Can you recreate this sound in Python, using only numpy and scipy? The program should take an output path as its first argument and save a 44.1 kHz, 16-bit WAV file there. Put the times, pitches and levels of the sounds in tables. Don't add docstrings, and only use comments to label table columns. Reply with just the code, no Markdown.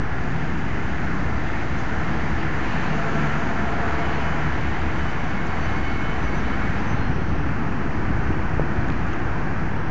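import sys
import numpy as np
from scipy import signal
from scipy.fft import rfft, irfft, next_fast_len
from scipy.io import wavfile
from scipy.ndimage import uniform_filter1d

SR = 44100
rng = np.random.default_rng(int(sys.argv[2]) if len(sys.argv) > 2 else 0)


def put_to_file(sound):
    columns = np.atleast_2d(sound).T
    safe = np.clip(columns, -1, 1)
    whole_steps = np.round(safe * 32767)
    wavfile.write(sys.argv[1], SR, whole_steps.astype(np.int16))


def voltage_ratio(decibels):
    exponent = np.asarray(decibels, float) / 20
    return 10 ** exponent


N = 436590
TIME = np.arange(N) / SR

# (time [s], roar level [dB], brightness [dB])
TRAFFIC_NEARNESS = [(0, -35, -1), (1.7, -34.5, 1.5), (2.1, -33, 1.2), (2.58, -33.3, .5), (2.68, -32.3, 2.5),
                    (3.3, -31.3, 2), (3.55, -31.7, .5), (4.2, -30.8, .5), (4.7, -33.5, 1), (5.5, -33, .5),
                    (6.0, -33.5, .8), (6.7, -33, .5), (7.3, -35, -1), (7.7, -34.5, -3.3), (8.9, -34, -4.2),
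                    (9.9, -33.8, -4.6)]


def curve(table):
    s, *columns = np.transpose(table)
    return [np.interp(TIME, s, column) for column in columns]


def walk(rate_hz, count=N, size=None):
    steps = np.repeat(rng.standard_normal(int(count * rate_hz / SR) + 2), 8)
    slewed = uniform_filter1d(uniform_filter1d(steps, size=8), size=8)
    position = np.arange(size or count) * 8 * rate_hz / SR
    return 1.3 * np.interp(position, np.arange(len(slewed)), slewed)


def bands(shape, flicker_db, rate_hz):
    size = next_fast_len(N)
    hz, db = np.transpose(shape)
    octave = np.log2(np.maximum(np.arange(size // 2 + 1) * SR / size, 1))
    colour = voltage_ratio(np.interp(octave, np.log2(hz), db, left=-99, right=-99))
    spectrum = rfft(rng.standard_normal(size)) * colour
    spectrum /= np.std(irfft(spectrum, size))
    for mid in np.arange(np.log2(hz[0]), np.log2(hz[-1]) + .5, .5):
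        share = np.clip(1 - 2 * abs(octave - mid), 0, 1)
        yield 2 ** mid, irfft(spectrum * share, size)[:N] * voltage_ratio(flicker_db * walk(rate_hz))


def sine(hz):
    return np.sqrt(2) * np.sin(2 * np.pi * (np.cumsum(hz) / SR + rng.random()))


def ragged(hz, width_hz, clean_hz):
    rough = width_hz ** 2 / (width_hz ** 2 + clean_hz ** 2)
    real, imag = [walk(1.5 * width_hz, count=3 * SR, size=len(hz)) for _ in range(2)]
    envelope = np.sqrt(1 - rough) + np.sqrt(rough / 2) * (real + 1j * imag)
    carrier = np.exp(2j * np.pi * (np.cumsum(hz) / SR + rng.random()))
    return np.sqrt(2) * np.real(envelope * carrier)


def swells(table, width_hz=0, share=0, climb_hz_per_s=0, clean_hz=28):
    out = np.zeros(N + 3 * SR)
    for start_s, length_s, hz, db in table:
        i, n = int(start_s * SR), int(length_s * SR)
        track_hz = hz + climb_hz_per_s * np.arange(n) / SR
        tone = ragged(track_hz, width_hz + share * hz, clean_hz)
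        out[i:i + n] += voltage_ratio(db) * tone * signal.windows.tukey(n, .2)
    return out[:N]


def pops(table, sag=0):
    out = np.zeros(N)
    for s, db, hz, cycles in table:
        i = np.arange(int((s - .05) * SR), int((s + .05) * SR))
        turns = (i / SR - s) * hz
        stretch = 1 + sag * abs(turns)
        turns = np.where(turns > 0, turns / np.sqrt(stretch), turns * stretch)
        out[i] -= voltage_ratio(db) * np.sin(2 * np.pi * turns) * np.exp(-(2 * turns / cycles) ** 2)
    return out


def swifts():
    calls = [(5.6, .08, 6120, 300, -58), (5.67, .13, 6250, 150, -64), (6.18, .155, 6130, -480, -59),
             (6.335, .08, 6110, 150, -55.5), (6.385, .11, 5800, 1000, -64), (6.778, .042, 6300, 1300, -59),
             (6.805, .08, 6390, 60, -64), (6.86, .09, 6140, 130, -56.5), (6.96, .05, 6370, 300, -67),
             (7.11, .065, 5850, 300, -63), (7.13, .05, 5300, 60, -68), (6.96, .145, 4215, -50, -54.5),
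             (7.18, .11, 4200, 30, -63)]
    scoop_s, sag_s, tremble_hz = .024, .04, 26
    out = np.zeros(N)
    for start_s, length_s, hz, scoop_hz, db in calls:
        i, n = int(start_s * SR), int(length_s * SR)
        age_s = np.arange(n) / SR
        fall = (scoop_hz < 0) * np.exp((age_s - length_s) / sag_s)
        track_hz = hz - abs(scoop_hz) * (np.exp(-age_s / scoop_s) + fall)
        track_hz = track_hz + tremble_hz * walk(80, count=SR, size=n)
        level = voltage_ratio(db + 1.8 * walk(60, count=SR, size=n))
        out[i:i + n] += level * sine(track_hz) * signal.windows.tukey(n, .4)
    return out


def road():
    # (frequency [Hz], density [dB per Hz])
    roar_shape = [(250, -24), (420, -2), (573, -6), (727, 0), (1230, -4), (1350, -2), (1720, -2.5),
                  (3010, -17.3), (3600, -25), (4850, -27.5), (5270, -33), (5660, -32.5), (6080, -29.5),
                  (7270, -40.5), (9450, -65), (16000, -120)]
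    level_db, bright_db = curve(TRAFFIC_NEARNESS)
    shift_db = .3 * walk(4)
    corners = np.log([1000, 1980, 4000, 7500])
    out = 0
    for hz, band in bands(roar_shape, flicker_db=.7, rate_hz=9):
        middle = np.interp(np.log(hz), corners, [0, .97, 0, .29])
        hiss = np.interp(np.log(hz), corners, [0, .45, .9, 1.4])
        out = out + band * voltage_ratio(middle * shift_db + hiss * bright_db)
    return voltage_ratio(level_db + 2.7) * out


def tyres_and_noise():
    # (start [s], length [s], centre [Hz], level [dB rms])
    resonances = [(2.5, 2.1, 690, -44), (2.8, 1.8, 1330, -42), (5, 1.8, 1100, -47), (0, 2.9, 1390, -46),
                  (0, 2.2, 1770, -47), (0, 3, 2090, -47), (1.9, 1.55, 1740, -44), (4.0, .6, 1700, -44),
                  (4.5, 2.7, 2080, -50), (8.5, .5, 335, -42), (7.8, 2.1, 1500, -46), (9.0, .9, 1580, -45)]
    # (start [s], length [s], centre [Hz], level [dB rms])
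    broad_bands = [(2.62, .3, 4050, -54), (2.62, .45, 2700, -48), (1.43, .1, 3400, -54), (1.52, .13, 2150, -44),
                   (2.36, .12, 2500, -47), (6.48, .2, 1350, -40), (6.8, .16, 1050, -40), (2.9, .6, 6500, -62),
                   (0, 2.7, 1900, -47), (0, 2.7, 4800, -64), (0, 2.8, 6700, -63), (2.4, 2.2, 6800, -62),
                   (0, 2.9, 3700, -63), (4.4, 2.8, 3700, -59), (4.4, 2.6, 2300, -51), (7.2, 2.7, 2400, -51),
                   (7.2, 2.7, 1220, -45), (7.2, 2.7, 1850, -48), (7.3, 2.6, 4500, -66), (7.3, 2.6, 6700, -67),
                   (4.4, 2.6, 7200, -65)]
    return swells(resonances, share=.09) + swells(broad_bands, share=.2)


def engine_and_drive():
    # (start [s], length [s], pitch [Hz], level [dB rms])
    engine = [(2.75, .45, 437, -42.5), (3.66, .66, 441.5, -40.5), (4.3, .35, 441, -48),
              (3.1, 1.1, 220, -43), (5.65, 1.5, 444, -51)]
    # (start [s], length [s], pitch [Hz], level [dB rms])
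    shafts = [(3.0, .3, 1353, -42), (3.8, .7, 965, -42), (3.8, .6, 1140, -45), (5.5, .6, 778, -42.5)]
    return swells(engine, width_hz=4, clean_hz=14) + swells(shafts, width_hz=9)


def gear_whine():
    # (time [s], pitch [Hz], level [dB rms])
    speed = [(2.88, 662, -52), (2.96, 674, -37), (3.2, 681, -37.5), (3.45, 676, -40), (3.65, 694, -37),
             (3.95, 688, -35.5), (4.15, 680, -40), (4.35, 664, -42), (4.6, 658, -55)]
    throb_hz, throb_from_s, throb_db, slip_hz = 11.8, 2.995, 4.5, 12
    width_hz, octave_db = 4, -8
    hz, db = curve(speed)
    turn = 2 * np.pi * throb_hz * (TIME - throb_from_s)
    hz = hz - slip_hz * np.sin(turn)
    db = db + throb_db * (np.cos(turn) - .35)
    near = (TIME > speed[0][0]) & (TIME < speed[-1][0])
    mesh = ragged(hz[near], width_hz, clean_hz=28)
    octave = ragged(2 * hz[near], 2 * width_hz, clean_hz=28)
    out = np.zeros(N)
    out[near] = voltage_ratio(db[near]) * (mesh + voltage_ratio(octave_db) * octave)
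    return out


def brakes():
    # (start [s], length [s], mode [Hz], level [dB rms])
    squeals = [(5.65, .13, 2150, -44), (5.74, .41, 2192, -41), (6.22, .15, 2190, -43.5),
               (6.47, .31, 2218, -43.5), (3.88, .2, 2190, -47), (5.36, .18, 2192, -46),
               (5.46, .2, 4516, -61.5), (5.6, .38, 4524, -57.5), (4.95, .2, 4560, -65),
               (6.26, .09, 4525, -62), (6.45, .13, 4555, -61), (4.98, .14, 3000, -51.5),
               (5.82, .15, 3016, -53), (6.04, .12, 3018, -52.5), (6.5, .17, 3030, -57.5),
               (4.3, .35, 3012, -56.5), (5.44, .3, 3008, -59)]
    # (start [s], length [s], mode [Hz], level [dB rms])
    drags = [(3.8, 1.9, 2185, -48.5), (5.65, 1.15, 2200, -50), (3.95, .4, 2975, -52.5),
             (3.9, 1.5, 3000, -58), (5.4, 1.3, 3010, -55.5), (4.9, .6, 4530, -64), (6.2, .7, 4530, -66)]
    climb = 14
    return swells(squeals, width_hz=7, climb_hz_per_s=climb) + swells(drags, width_hz=32, climb_hz_per_s=climb)


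def clucks_and_clicks():
    # (time [s], peak [dB], pitch [Hz], length [cycles])
    laps = [(.33, -36, 2600, 4), (.649, -34, 2600, 4), (.744, -36, 2600, 4), (1.502, -23, 1600, 3),
            (1.592, -43, 3700, 4), (1.612, -32, 2600, 4), (1.912, -34, 2600, 4), (2.415, -31, 2600, 4),
            (2.731, -30, 2600, 4), (2.83, -29, 2600, 4), (3.815, -36, 2900, 6), (4.096, -30, 2500, 4),
            (4.289, -30, 2500, 4), (6.62, -22, 1700, 3), (7.293, -42, 3900, 4), (7.489, -34, 2600, 4),
            (8.053, -25, 1500, 3), (8.274, -35, 2600, 4), (8.83, -24, 1500, 3), (9.138, -26, 1300, 3),
            (9.319, -34, 2500, 4), (9.473, -35, 2500, 4)]
    return pops(laps)


def wind():
    # (time [s], level [dB])
    breeze = [(0, -30), (.3, -33), (1.4, -30), (2.3, -30.5), (2.8, -34), (3.4, -30), (4.0, -33.5),
              (4.5, -32), (5.2, -34), (5.7, -29.5), (7.0, -27), (7.4, -27), (7.6, -34), (8.2, -24.5),
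              (8.45, -29), (8.8, -27.5), (9.2, -30), (9.9, -31.5)]
    # (frequency [Hz], density [dB per Hz])
    buffet_shape = [(8, -39), (16, -7.5), (30, -6), (60, -4.5), (100, -7.5), (160, -22), (250, -46)]
    # (time [s], peak [dB], pitch [Hz], length [cycles])
    slaps = [(6.991, -14, 60, 1), (7.101, -12, 120, 1), (7.51, -17, 70, 1), (8.107, -15, 150, 1),
             (8.152, -14, 80, 1.5), (8.296, -13, 120, 1), (8.306, -14, 280, 1.5), (8.79, -17, 95, 2),
             (8.134, -16, 110, 1), (8.575, -20, 110, 1), (8.6096, -18.5, 155, 5)]
    # (time [s], peak [dB], pitch [Hz], length [cycles])
    knock = [(8.5967, -7.5, 440, 1.0)]
    eddies = sum(band for _, band in bands(buffet_shape, flicker_db=1.1, rate_hz=10))
    level = voltage_ratio(curve(breeze)[0] - 2.0 + .8 * walk(5))
    return level * eddies + pops(slaps) + pops(knock, sag=.8)


def fingers():
    # (time [s], level [dB], colour [Hz], decay [ms])
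    ticks = [(1.785, -50, 6300, 25), (4.99, -54, 6400, 10), (5.466, -47, 6000, 8), (6.42, -55, 6600, 15),
             (6.622, -44, 3600, 5), (7.285, -57, 5800, 20), (9.065, -56, 6500, 20), (9.085, -54, 4200, 15)]
    # (time [s], peak [dB], pitch [Hz], length [cycles])
    snaps = [(8.761, -38, 3300, 2.5), (8.762, -46, 4700, 4), (8.814, -44, 4200, 8), (8.885, -44, 6700, 13),
             (8.885, -47, 4000, 6), (8.887, -22, 1600, 4), (8.899, -24, 1450, 3), (8.902, -25, 2300, 3),
             (8.9022, -31, 3100, 2.5), (8.9022, -39, 4500, 2.5), (8.903, -44, 6600, 4),
             (8.9225, -40, 4200, 7), (8.92, -43, 3500, 4), (8.923, -33, 2600, 3), (8.923, -49, 6700, 10),
             (9.086, -45, 3900, 7), (9.093, -45, 4400, 8), (9.127, -42, 3900, 3.5), (9.133, -41.5, 6300, 7),
             (9.137, -43.5, 6400, 7), (9.133, -35, 2900, 4), (9.137, -35, 2800, 4)]
    crack_db, crack_s = -15, .0012
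    out = np.zeros(N)
    age_s = np.arange(4096) / SR
    for s, db, hz, decay_ms in ticks:
        noise = rng.standard_normal(len(age_s))
        narrow = signal.butter(2, [hz / 1.12, hz * 1.12], "band", fs=SR, output="sos")
        wide = signal.butter(2, [hz / 1.5, hz * 1.5], "band", fs=SR, output="sos")
        scratch = signal.sosfilt(narrow, noise * np.exp(-1000 * age_s / decay_ms))
        crack = signal.sosfilt(wide, noise * np.exp(-age_s / crack_s))
        touch = scratch + voltage_ratio(crack_db) * crack
        out[int(s * SR):][:len(age_s)] += voltage_ratio(db + 2.0) * np.sqrt(SR / hz) * touch
    return out + pops(snaps)


def ferry():
    # (pitch [Hz], level [dB rms], fading [dB])
    diesel = [(31.6, -46, 2), (48.4, -47, 2), (60.6, -43, 2), (74.7, -38, 1), (103, -43, 2),
              (144.7, -46, 2), (148.2, -41.5, 1.5), (156.8, -45, 2), (163.2, -44, 1.5), (199.2, -47, 2),
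              (265.8, -49, 2), (304.8, -50, 2), (326.2, -47.5, 1.5), (358, -55, 2)]
    # (start [s], length [s], pitch [Hz], level [dB rms])
    surges = [(0, .7, 163, -36), (.6, .7, 163.2, -35.5), (1.9, 1.6, 147.5, -40), (3.7, 1.0, 149.5, -39.5),
              (5.45, .5, 148, -37), (8.5, .4, 146, -37), (3.1, .4, 218, -37), (1.6, .8, 214, -41),
              (.1, .35, 124, -35), (1.15, .75, 128, -36.5), (3.9, 1.3, 69.3, -34.5), (3.5, 1.6, 75.5, -39),
              (5.3, .8, 69, -39), (4.2, 1.8, 35, -41), (5.4, 1.5, 60.6, -40), (5.9, 1.3, 199, -41),
              (6.7, .75, 358, -46), (8.2, 1.2, 358, -45), (4.6, .45, 326, -39.5), (1.9, .9, 326, -43),
              (3.1, .5, 326, -46), (8.1, 1.4, 325, -43.5), (8.2, 1.7, 103.5, -40.5), (8.5, 1.4, 144.7, -43),
              (.15, .3, 151, -36), (.55, .4, 403, -45), (2.7, .3, 156, -35), (4.35, .3, 146, -36),
              (1.9, .5, 66, -37), (.6, 1.0, 65, -39), (5.3, .25, 190, -36), (6.15, .3, 201, -37),
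              (6.8, .35, 98, -34), (6.8, .8, 75, -38), (7.2, .5, 152, -37), (9.25, .3, 147, -38),
              (9.65, .25, 161, -37), (8.9, .4, 70, -38), (5.5, .7, 75, -38)]
    # (time [s], level [dB])
    load = [(0, -29), (1.2, -28), (1.8, -29.5), (2.2, -27), (5.0, -27.5), (7.2, -26.5), (9.9, -27.5)]
    # (frequency [Hz], density [dB per Hz])
    rumble_shape = [(50, -32), (80, -8), (110, -2), (160, -1.5), (230, -3), (330, -6.3), (450, -15.5),
                    (600, -26.5), (800, -43)]
    tones = swells(surges, width_hz=1.6, clean_hz=6)
    for hz, db, fade_db in diesel:
        level = voltage_ratio(db + fade_db * walk(1.5))
        tones += level * sine(hz * (1 + .002 * walk(1)))
    rumble = sum(band for _, band in bands(rumble_shape, flicker_db=1.0, rate_hz=6))
    return tones + voltage_ratio(curve(load)[0] - 2.1 + .6 * walk(3)) * rumble


def scene():
    vehicle = tyres_and_noise() + engine_and_drive() + gear_whine() + brakes()
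    near = clucks_and_clicks() + wind() + fingers()
    return (swifts() + road() + vehicle + near + ferry())[None]


def clock_whine():
    # (multiple of the clock rate [-], level [dB rms])
    overtones = [(8, -64), (9, -68), (16, -74.5), (17, -68), (18, -72), (19, -68.5), (20, -68), (21, -72.5),
                 (22, -84), (23, -82.5), (24, -85.5), (25, -86.5)]
    clock_hz = 292.97
    return sum(voltage_ratio(db) * np.sqrt(2) * np.cos(2 * np.pi * k * clock_hz * TIME) for k, db in overtones)


def camera_edge(x):
    # (time [s], frequency [Hz])
    slivers = [(.4, 7480), (1.8, 7560), (2.25, 7530), (5.0, 7530), (6.35, 7560), (7.35, 7480), (7.75, 7610),
               (8.0, 7610), (8.7, 7610), (9.67, 7610), (9.8, 7610)]
    top_hz, scatter_hz, top_hz_per_db = 7400, 50, 16
    hz, s, z = signal.stft(x, SR, nperseg=4096, noverlap=2048)
    hz = hz[:, None]
    bright_db = np.interp(s, *np.transpose(TRAFFIC_NEARNESS)[::2])
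    keep = hz < top_hz + top_hz_per_db * bright_db + scatter_hz * rng.standard_normal(len(s))
    for when_s, sliver_hz in slivers:
        keep |= (abs(hz - sliver_hz) < 40) & (abs(s - when_s) < .045)
    return signal.istft(z * keep, SR, nperseg=4096, noverlap=2048)[1][..., :N]


def sampling_mirror(x):
    camera_sr_hz, mirror_db = 16000, -21.5
    high = signal.butter(8, 6800, "high", fs=SR, output="sos")
    leak = signal.butter(2, [8200, 8720], "band", fs=SR, output="sos")
    folded = 2 * signal.sosfilt(high, x) * np.cos(2 * np.pi * camera_sr_hz * TIME)
    return voltage_ratio(mirror_db) * signal.sosfilt(leak, folded)


def band_limit(x):
    return signal.sosfilt(signal.butter(12, 9130, fs=SR, output="sos"), x)


def record(dry):
    heard = camera_edge(dry + clock_whine())
    offset = -.081
    return band_limit(heard + sampling_mirror(heard) + offset)


dry = scene()
out = record(dry)
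put_to_file(out)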